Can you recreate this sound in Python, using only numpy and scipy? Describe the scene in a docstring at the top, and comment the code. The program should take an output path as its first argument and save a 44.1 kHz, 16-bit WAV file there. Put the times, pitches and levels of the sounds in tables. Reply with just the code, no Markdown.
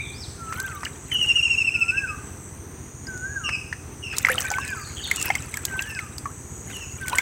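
"""A rice field. Small birds chirp first, over crickets, a far one-cylinder irrigation pump and low air hum.
From 0.5 s bare feet squelch along a muddy channel (air pockets pop, mud films snap, shallow water stirs)
and a cuckoo whistles about every 1.3 s. A kingfisher trills from 1.1 to 2.1 s. From 3.5 s hoarse calls
come from the trees. The heaviest step lands near 4.3 s; the small birds return near 5 s.
A tree line echoes all the birds."""
import sys
import numpy as np
from scipy import signal
from scipy.fft import rfft, irfft, next_fast_len
from scipy.io import wavfile
from scipy.ndimage import map_coordinates

SR = 44100
rng = np.random.default_rng(int(sys.argv[2]) if len(sys.argv) > 2 else 0)


def wav_record(signal):
    """Record a signal, one row per channel, as 16-bit PCM in the file named by sys.argv[1]."""
    frames = np.transpose(np.atleast_2d(signal))
    bounded = np.clip(frames, -1, 1)
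    # unit amplitude maps onto the largest positive 16-bit level
    quanta = np.round(bounded * 32767).astype(np.int16)
    wavfile.write(sys.argv[1], SR, quanta)


N = 317961
T = np.arange(N) / SR

# Each row: crest time in seconds, dip pitch in Hz, crest pitch in Hz, level in dB before carry gain.
CUCKOO_CALLS = [(.638, 1312, 1579, -28), (2.002, 1358, 1650, -30.5), (3.335, 1474, 1664, -31),
                (4.68, 1500, 1740, -31.5), (5.915, 1538, 1780, -32.5), (7.27, 1477, 1703, -28)]
# How well the whistle carries. Each row: pitch in Hz, gain in dB.
CUCKOO_CARRY = [(1150, -8.5), (1350, -8), (1470, -5), (1560, 3), (1660, -2.5), (1780, -6)]
# Each row: middle in seconds, note level in dB, lead-in level in dB.
KINGFISHER_NOTES = [(1.16, -20, -19), (1.229, -16, -20.5), (1.302, -12.5, -29), (1.395, -17, -12.5),
                    (1.466, -17, -13), (1.538, -17, -16.5), (1.613, -16.5, -18), (1.68, -15, -20.5),
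                    (1.753, -15.5, -24.5), (1.823, -15.5, -29.5), (1.897, -16, -33), (1.982, -18.5, -32)]
# Each row: time in seconds, pitch in Hz, base level in dB.
HOARSE_CALLS = [(3.472, 2780, -26), (4.058, 2800, -32), (4.629, 2674, -35), (5.199, 2810, -32),
                (5.901, 2760, -37.5), (6.76, 2940, -36.5)]
# Syllables of one call. Each row: delay and length in seconds, pitch ratio, glide in octaves, gain in dB.
HOARSE_PHRASE = [(0, .076, 0.99, -0.207, 2), (0.067, 0.066, .925, -0.174, 1)]
# Each row: middle and length in seconds, pitch in Hz, glide in octaves, relative level in dB.
SONGBIRD_CHIRPS = [(.008, 0.052, 2342, 0.38, -28.5), (.04, 0.19, 3675, -0.24, -41.5),
                   (.16, 0.13, 4880, 0.84, -44), (.23, 0.097, 4680, -1.1, -35.5),
                   (4.86, 0.16, 4440, -0.37, -43), (4.99, .07, 3160, -0.23, -35),
                   (5.052, 0.044, 3500, -0.66, -26.5), (5.07, 0.13, 4350, -0.32, -36.5)]
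# Air pockets opening. Each row: start in seconds, relative level in dB, pitch in Hz, T60 in seconds.
AIR_POPS = [(.525, -13.5, 1324, .008), (.832, -13, 1240, 0.0053), (.854, -19, 2860, 0.016),
            (1.117, -17.5, 2100, 0.0086), (3.069, -29, 4930, .019), (3.49, -7.5, 1310, 0.004),
            (3.727, -13, 1780, 0.011), (4.2485, -2.5, 2120, 0.013), (4.268, -8, 1980, 0.011),
            (4.286, -4, 1390, 0.0076), (4.298, -27.5, 506, 0.16), (4.381, -13.5, 3040, 0.027),
            (4.513, -22.5, 832, 0.05), (4.538, -17, 2190, 0.022), (4.584, -16.5, 1144, 0.027),
            (5.113, -10.5, 2140, .027), (5.302, -14.5, 827, 0.029), (5.3028, -11.5, 2157, 0.022),
            (5.3525, -16.5, 2090, 0.031), (5.54, -22, 2150, .026), (5.572, -23.5, 1660, .029),
            (5.792, -13.5, 2710, 0.018), (5.99, -13, 2140, 0.0099), (6.256, -23.5, 1113, 0.068),
            (7.081, -18.5, 2240, 0.0082), (7.1845, -7, 2220, 0.029)]
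# Shrinking suction cavities. Each row: as for AIR_POPS, then pitch rise in octaves.
SUCTION_SQUELCHES = [(.864, -26.5, 1534, 0.042, 2.2), (4.294, -17.5, 1485, 0.091, 2.4),
                     (6.29, -44, 1117, 0.09, 1.8), (7.13, -19.5, 943, 0.054, 0.87)]
# Mud films snapping. Each row: start in seconds, relative level in dB, pitch in Hz.
MUD_CLICKS = [(.601, -15, 7940), (.85, -18, 4800), (3.176, -25, 6300), (4.168, -17.5, 4270),
              (4.1833, -3.5, 7250), (4.307, -30, 7300), (4.387, -17, 8100), (4.413, -15, 5700),
              (4.516, -14.5, 7050), (4.678, -17, 8240), (5.113, -10.5, 8000), (5.16, -10.5, 7900),
              (5.214, -12.5, 8100), (5.226, -8, 7440), (5.353, -12, 7250), (5.541, -14.5, 7700),
              (5.571, -14.5, 11900), (5.652, -4, 6760), (5.822, -13.5, 7200), (6.182, -16.5, 4900),
              (7.082, -10.5, 8600), (7.097, -14, 8250), (7.184, -5.5, 6900)]
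# Each row: peak time in seconds, relative level in dB, build-up and settling times in seconds.
FOOT_MOVES = [(0.539, -37.5, 0.06, 0.45), (1.12, -42.5, 0.08, 0.97), (4.13, -37.5, 0.022, 0.54),
              (4.305, -28.5, 0.11, 0.56), (5.26, -33.5, 0.4, 0.32), (5.798, -40.5, 1, 0.41),
              (6.698, -40.5, 0.043, 0.24), (7.16, -31.5, 0.18, 0.47)]
# Far insects. Each row: frequency in Hz, relative level in dB.
CHORUS_SPECTRUM = [(5400, -71), (5650, -12), (6280, -3), (6550, -12.5), (6800, -12.5), (7050, -17),
                   (7500, -20), (8050, -14.5), (8550, -8), (9050, -7), (9450, -52)]
# Each row: time in seconds, level in dB.
CRICKET_LEVELS = [(0, -48.5), (2.5, -49), (2.65, -70), (4.6, -51), (5.6, -45.5), (7.2, -53)]
# Each entry: end of a bush cricket's buzz in seconds.
BUZZ_ENDS_S = [1.631, 3.455, 5.22, 6.97]
# Pump pipe. Each row: frequency in Hz, relative level in dB, T60 in seconds.
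EXHAUST_MODES = [(88, 5.5, 0.1), (120.5, -2.5, 0.23), (241, -15, 0.25)]
# Each row: frequency in Hz, relative level in dB.
AIR_SPECTRUM = [(25, -21), (55, 2.5), (110, -2), (170, -3.5), (420, -6), (560, -16.5), (900, -14.5),
                (2000, -20), (3700, -30.5), (11000, -35.5), (16000, -35)]
# Tree-line echo. Each row: frequency in Hz, T60 in seconds.
TREE_DECAY = [(500, 0.97), (2500, 0.61), (8000, 0.78)]


def cuckoo(sag_s=0.125, climb_s=0.145, drop_s=0.18, fall_s=0.075, fade_s=0.064, floor_hz=1090):
    """A pure, fluttering whistle sags, climbs to a crest and falls away."""
    out, t = np.zeros(N), np.arange(0, sag_s + climb_s + drop_s, 1 / SR)
    crest_s = sag_s + climb_s
    sag = 0.09 * np.maximum(1 - t / sag_s, 0) ** 2
    climb = np.sin(np.pi / 2 * np.clip((t - sag_s) / climb_s, 0, 1)) ** 2
    late = (np.maximum(t - crest_s, 0) / fall_s) ** 2.76
    swell = np.clip(np.minimum(t, t[-1] - t) / fade_s, 0, 1)
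    for s, dip_hz, crest_hz, db in CUCKOO_CALLS:
        hz = dip_hz * (1 + sag) + (crest_hz - dip_hz) * climb + (floor_hz - crest_hz) * late / (1 + late)
        level_db = db + along(CUCKOO_CARRY, hz) + 4 * wobble(46.1, len(t))
        add(out, s - crest_s, swell * amp(level_db) * np.sin(phase(hz)))
    return out


def kingfisher(start_hz=2903, end_hz=2605, sink_s=0.302, tighten_s=0.23):
    """A trill sinks and tightens; each note is a flatter lead-in and a falling syllable."""
    rows = []
    for s, db, lead_db in KINGFISHER_NOTES:
        age_s = s - KINGFISHER_NOTES[0][0]
        hz = end_hz + (start_hz - end_hz) * np.exp(-age_s / sink_s)
        stretch = 1 + 0.76 * np.exp(-age_s / tighten_s)
        rows.append((s - 0.028, 0.024 * stretch, hz * 1.028 ** stretch, -0.08 * stretch, lead_db))
        rows.append((s, 0.035 * stretch, hz, -0.264, db))
    rows.append((2.094, 0.05, 2564, 0.278, -28.5))  # soft upward closing note
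    return syllables(rows, second_db=-20.5, third_db=-25.5, waver=0.0072, rasp_db=2,
                     tract_db_per_oct=37, hold=0.88)


def hoarse_bird():
    """One rough, falling two-syllable phrase, repeated at varying pitch and level."""
    rows = [(s + delay_s, length_s, hz * ratio, glide_oct, db + gain_db)
            for s, hz, db in HOARSE_CALLS
            for delay_s, length_s, ratio, glide_oct, gain_db in HOARSE_PHRASE]
    return syllables(rows, second_db=-12.5, third_db=-20, waver=0.02, rasp_db=3,
                     tract_db_per_oct=16, hold=0.2)


def songbirds():
    """Thin, wavering chirps with weak harmonics."""
    return syllables(SONGBIRD_CHIRPS, second_db=-33, third_db=-46, waver=0.029, rasp_db=4,
                     tract_db_per_oct=10, hold=0)


def syllables(rows, second_db, third_db, waver, rasp_db, tract_db_per_oct, hold):
    """Each syllable lingers on its pitch (hold 0-1) and fades as it glides off the throat's resonance."""
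    out = np.zeros(N)
    for s, length_s, hz, glide_oct, db in rows:
        u = np.linspace(-1, 1, int(length_s * SR))
        bend = u * (1 - hold + hold * u * u)
        octaves = glide_oct * bend / 2 - 0.27 * abs(glide_oct) * bend ** 2
        rad = phase(hz * 2 ** octaves * (1 + waver * wobble(703, len(u))))
        tone = np.sin(rad) + amp(second_db) * np.sin(2 * rad) + amp(third_db) * np.sin(3 * rad)
        level_db = db - tract_db_per_oct * abs(octaves) + rasp_db * wobble(497, len(u))
        add(out, s - length_s / 2, amp(level_db) * tone * (1 - u * u) ** 0.97)
    return out


def birds():
    """Near foliage smears the three higher voices; the tree line answers all four."""
    whistle, trill, calls, chirps = cuckoo(), kingfisher(), hoarse_bird(), songbirds()
    near = amp(-4.5) * echo(trill, t60_scale=0.12, onset_s=0.0056)
    near += amp(-10.5) * echo(chirps + calls, t60_scale=0.37, onset_s=0.0022)
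    to_trees = amp(-8.5) * whistle + amp(-12) * trill + amp(-5) * (chirps + calls)
    far = echo(to_trees, t60_scale=1, onset_s=0.023)
    return whistle + trill + calls + amp(-2) * chirps + near + far


def pops(attack_s=0.00087, smack_t60_s=0.04):
    """Air pockets ring with a wet smack; squelches rise in pitch as the cavity shrinks."""
    rings, smacks, t = np.zeros(N), np.zeros(N), np.arange(SR // 8) / SR
    opening = 1 - np.exp(-t / attack_s)
    for s, db, hz, t60_s, rise_oct in [(*row, 0) for row in AIR_POPS] + list(SUCTION_SQUELCHES):
        octaves = rise_oct * np.minimum(t / t60_s, 1)
        rad = phase(hz * 2 ** octaves * (1 + 0.035 * wobble(456, len(t))))
        ring = np.sin(rad) + amp(-13 - 60 * t / t60_s) * np.sin(1.497 * rad)
        add(rings, s, amp(db + 5.5 - 60 * t / t60_s) * opening * ring)
        add(smacks, s, amp(db - 13 - 60 * t / smack_t60_s) * opening)
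    hiss = noise([(200, -18), (800, -3), (2200, 11), (3500, -14), (6000, -4), (15000, -31.5)])
    return rings + smacks * hiss


def clicks(attack_s=0.00018, ring_t60_s=0.0065, crack_t60_s=0.02):
    """A snapping mud film gives a broad crack and a tiny high ring."""
    rings, cracks, t = np.zeros(N), np.zeros(N), np.arange(SR // 30) / SR
    tearing = 1 - np.exp(-t / attack_s)
    for s, db, hz in MUD_CLICKS:
        ring = np.sin(phase(hz * (1 + 0.012 * wobble(1200, len(t)))))
        add(rings, s, amp(db - 4 - 60 * t / ring_t60_s) * tearing * ring)
        add(cracks, s, amp(db - 9 - 60 * t / crack_t60_s) * tearing)
    hiss = noise([(500, -28), (2500, -9.5), (5000, -0.5), (8000, 5.5), (10000, -8.5), (15500, -7)])
    return rings + cracks * hiss


def stirred_water(range_db=17):
    """Each foot movement swells and settles, stirring up small bubbles and crackling mud."""
    slosh = grains(per_s=260, centre_hz=1964, spread=0.392, cycles=36, scatter_db=3.5)
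    gurgle = grains(per_s=160, centre_hz=605, spread=0.32, cycles=9, scatter_db=1.5)
    crackle = grains(per_s=75, centre_hz=11160, spread=0.3, cycles=5.4, scatter_db=6.5)
    snaps = grains(per_s=40, centre_hz=7680, spread=0.11, cycles=6, scatter_db=3)
    wash = noise([(150, -31), (400, -12), (2500, -5), (4000, -17), (15000, -19.5)])
    wash *= amp(-10 + 4.1 * wobble(70))
    shallow = amp(-2.5) * slosh + amp(-8) * crackle + amp(-6.5) * snaps + wash
    swells = [amp(db - range_db * np.maximum((s - T) / build_s, (T - s) / settle_s))
              for s, db, build_s, settle_s in FOOT_MOVES]
    stir = np.max(swells, axis=0)
    depth = stir.max() * (stir / stir.max()) ** 1.62  # harder steps reach deeper water
    return stir * shallow + amp(-12) * depth * gurgle


def feet():
    """Bare feet in water and mud, with a faint foliage echo."""
    steps = stirred_water() + pops() + clicks()
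    return steps + amp(-17) * echo(steps, t60_scale=0.34, onset_s=0.00079)


def insect_chorus():
    """Far insects merge into a flickering hiss with a faint high shimmer."""
    chorus = amp(-49 + 0.36 * wobble(1.4) + 0.87 * wobble(220)) * noise(CHORUS_SPECTRUM)
    return chorus + amp(-70 + 3 * wobble(2)) * band(12500, 400)


def cricket(chirp_hz=5.1, chirp_depth=0.57, stroke_hz=102):
    """Wing strokes pulse a narrow band, grouped into chirps."""
    chirps = np.sqrt(0.5 - 0.5 * chirp_depth * np.cos(2 * np.pi * chirp_hz * T))
    strokes = wing_strokes(stroke_hz + 2 * wobble(1.7), sharpness=0.22)
    return amp(curve(CRICKET_LEVELS)) * unit(chirps * strokes) * band(7880, 420)


def bush_cricket(length_s=0.72, stroke_hz=163):
    """Buzzes swell and stop; the wings slow as each one grows."""
    swell, u = np.zeros(N), np.linspace(0, 1, int(length_s * SR))
    for end_s in BUZZ_ENDS_S:
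        add(swell, end_s - length_s, amp(-14 * (1 - u) ** 2))
    strokes = wing_strokes(stroke_hz - 22 * swell ** 8, sharpness=0.48)
    return amp(-42) * swell * strokes * band(6730, 270)


def wing_strokes(hz, sharpness):
    """One pulse per stroke, rms 1."""
    return unit(((1 + np.cos(phase(hz))) / 2) ** sharpness)


def pump(firing_hz=14.27, thud_db=-41, puff_db=-52):
    """Each firing rings the exhaust pipe and lets out a puff of gas."""
    thuds, t = np.zeros(N), np.arange(SR // 6) / SR
    pipe = sum(amp(db - 60 * t / t60_s) * np.sin(2 * np.pi * hz * t) for hz, db, t60_s in EXHAUST_MODES)
    thud = pipe * (1 - np.exp(-t / 0.0024))
    for s in np.arange(0, N / SR, 1 / firing_hz):
        add(thuds, s, amp(1.4 * rng.standard_normal()) * thud)
    gate = np.exp(-2 * (T * firing_hz % 1))
    puffs = unit(gate * noise([(40, -5), (130, 1), (400, -17.5), (700, -27)]))
    puffs = filtered(puffs, lambda hz: 1 / (1 + (hz / 900) ** 4))
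    return amp(thud_db) * unit(thuds) + amp(puff_db) * puffs


def air(level_db=-42.5):
    """Low, even hum of open country."""
    return amp(level_db + wobble(8.7)) * noise(AIR_SPECTRUM)


def echo(x, t60_scale, onset_s):
    """Diffuse answer of foliage: a decaying noise tail with a soft start."""
    hz, t, spectra = signal.stft(rng.standard_normal(SR), SR, nperseg=256)
    t60_s = t60_scale * along(TREE_DECAY, hz)[:, None]
    tail = signal.istft(spectra * amp(-60 * t / t60_s), SR, nperseg=256)[1]
    tail *= 1 - np.exp(-(np.arange(len(tail)) / SR / onset_s) ** 2)
    return signal.fftconvolve(x, tail / np.linalg.norm(tail))[:N]


def grains(per_s, centre_hz, spread, cycles, scatter_db):
    """Damped rings of random time, pitch and size, rms 1."""
    count, t = int(per_s * N / SR), np.arange(SR // 100) / SR
    hz = np.clip(centre_hz * np.exp(spread * rng.standard_normal((count, 1))), 300, 15000)
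    size = amp(scatter_db * np.minimum(rng.exponential(size=(count, 1)), np.pi))
    rings = size * np.sin(2 * np.pi * hz * t) * np.exp(-t * hz / cycles) * (1 - t / t[-1])
    indices = rng.integers(N, size=(count, 1)) + np.arange(len(t))
    return unit(np.bincount(indices.ravel(), rings.ravel(), N)[:N])


def noise(spectrum):
    """Noise shaped by (Hz, dB) points, rms 1."""
    return unit(filtered(rng.standard_normal(N), lambda hz: amp(along(spectrum, hz))))


def band(centre_hz, width_hz):
    """Narrow noise, rms 1."""
    return unit(filtered(rng.standard_normal(N), lambda hz: np.exp(-((hz - centre_hz) / width_hz) ** 2)))


def filtered(x, response):
    """Apply a gain given as a function of Hz."""
    size = next_fast_len(N + SR // 2)
    return irfft(rfft(x, size) * response(np.fft.rfftfreq(size, 1 / SR)), size)[:N]


def wobble(knots_per_s, size=N):
    """Smooth random curve."""
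    knots = rng.standard_normal(int(size * knots_per_s / SR) + 4)
    return map_coordinates(knots, [np.arange(size) * knots_per_s / SR])


def along(points, hz):
    """Interpolate (Hz, value) points on a log axis."""
    point_hz, values = np.transpose(points)
    return np.interp(np.log(hz + 1), np.log(point_hz + 1), values)


def curve(points):
    """Interpolate (seconds, value) points per sample."""
    return np.interp(T, *np.transpose(points))


def add(track, s, sound):
    """Mix a sound in at s seconds."""
    i = round(s * SR)
    part = sound[max(-i, 0):max(N - i, 0)]
    track[max(i, 0):max(i, 0) + len(part)] += part


def phase(hz):
    """Running phase in radians."""
    return 2 * np.pi * np.cumsum(hz) / SR


def amp(db):
    """Decibels to gain."""
    return 10 ** (np.asarray(db) / 20)


def unit(x):
    """Scale to rms 1."""
    return x / np.sqrt(np.mean(x ** 2) + 1e-20)


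def scene():
    """All sources at one microphone."""
    return (birds() + feet() + insect_chorus() + cricket() + bush_cricket() + pump() + air())[None]


def record(dry, bass_hz=36, top_hz=15900):
    """Cut deep bass and everything above the band limit."""
    return filtered(dry[0], lambda hz: (hz < top_hz) * hz ** 4 / (hz ** 4 + bass_hz ** 4))[None]


dry = scene()
out = record(dry)
wav_record(out)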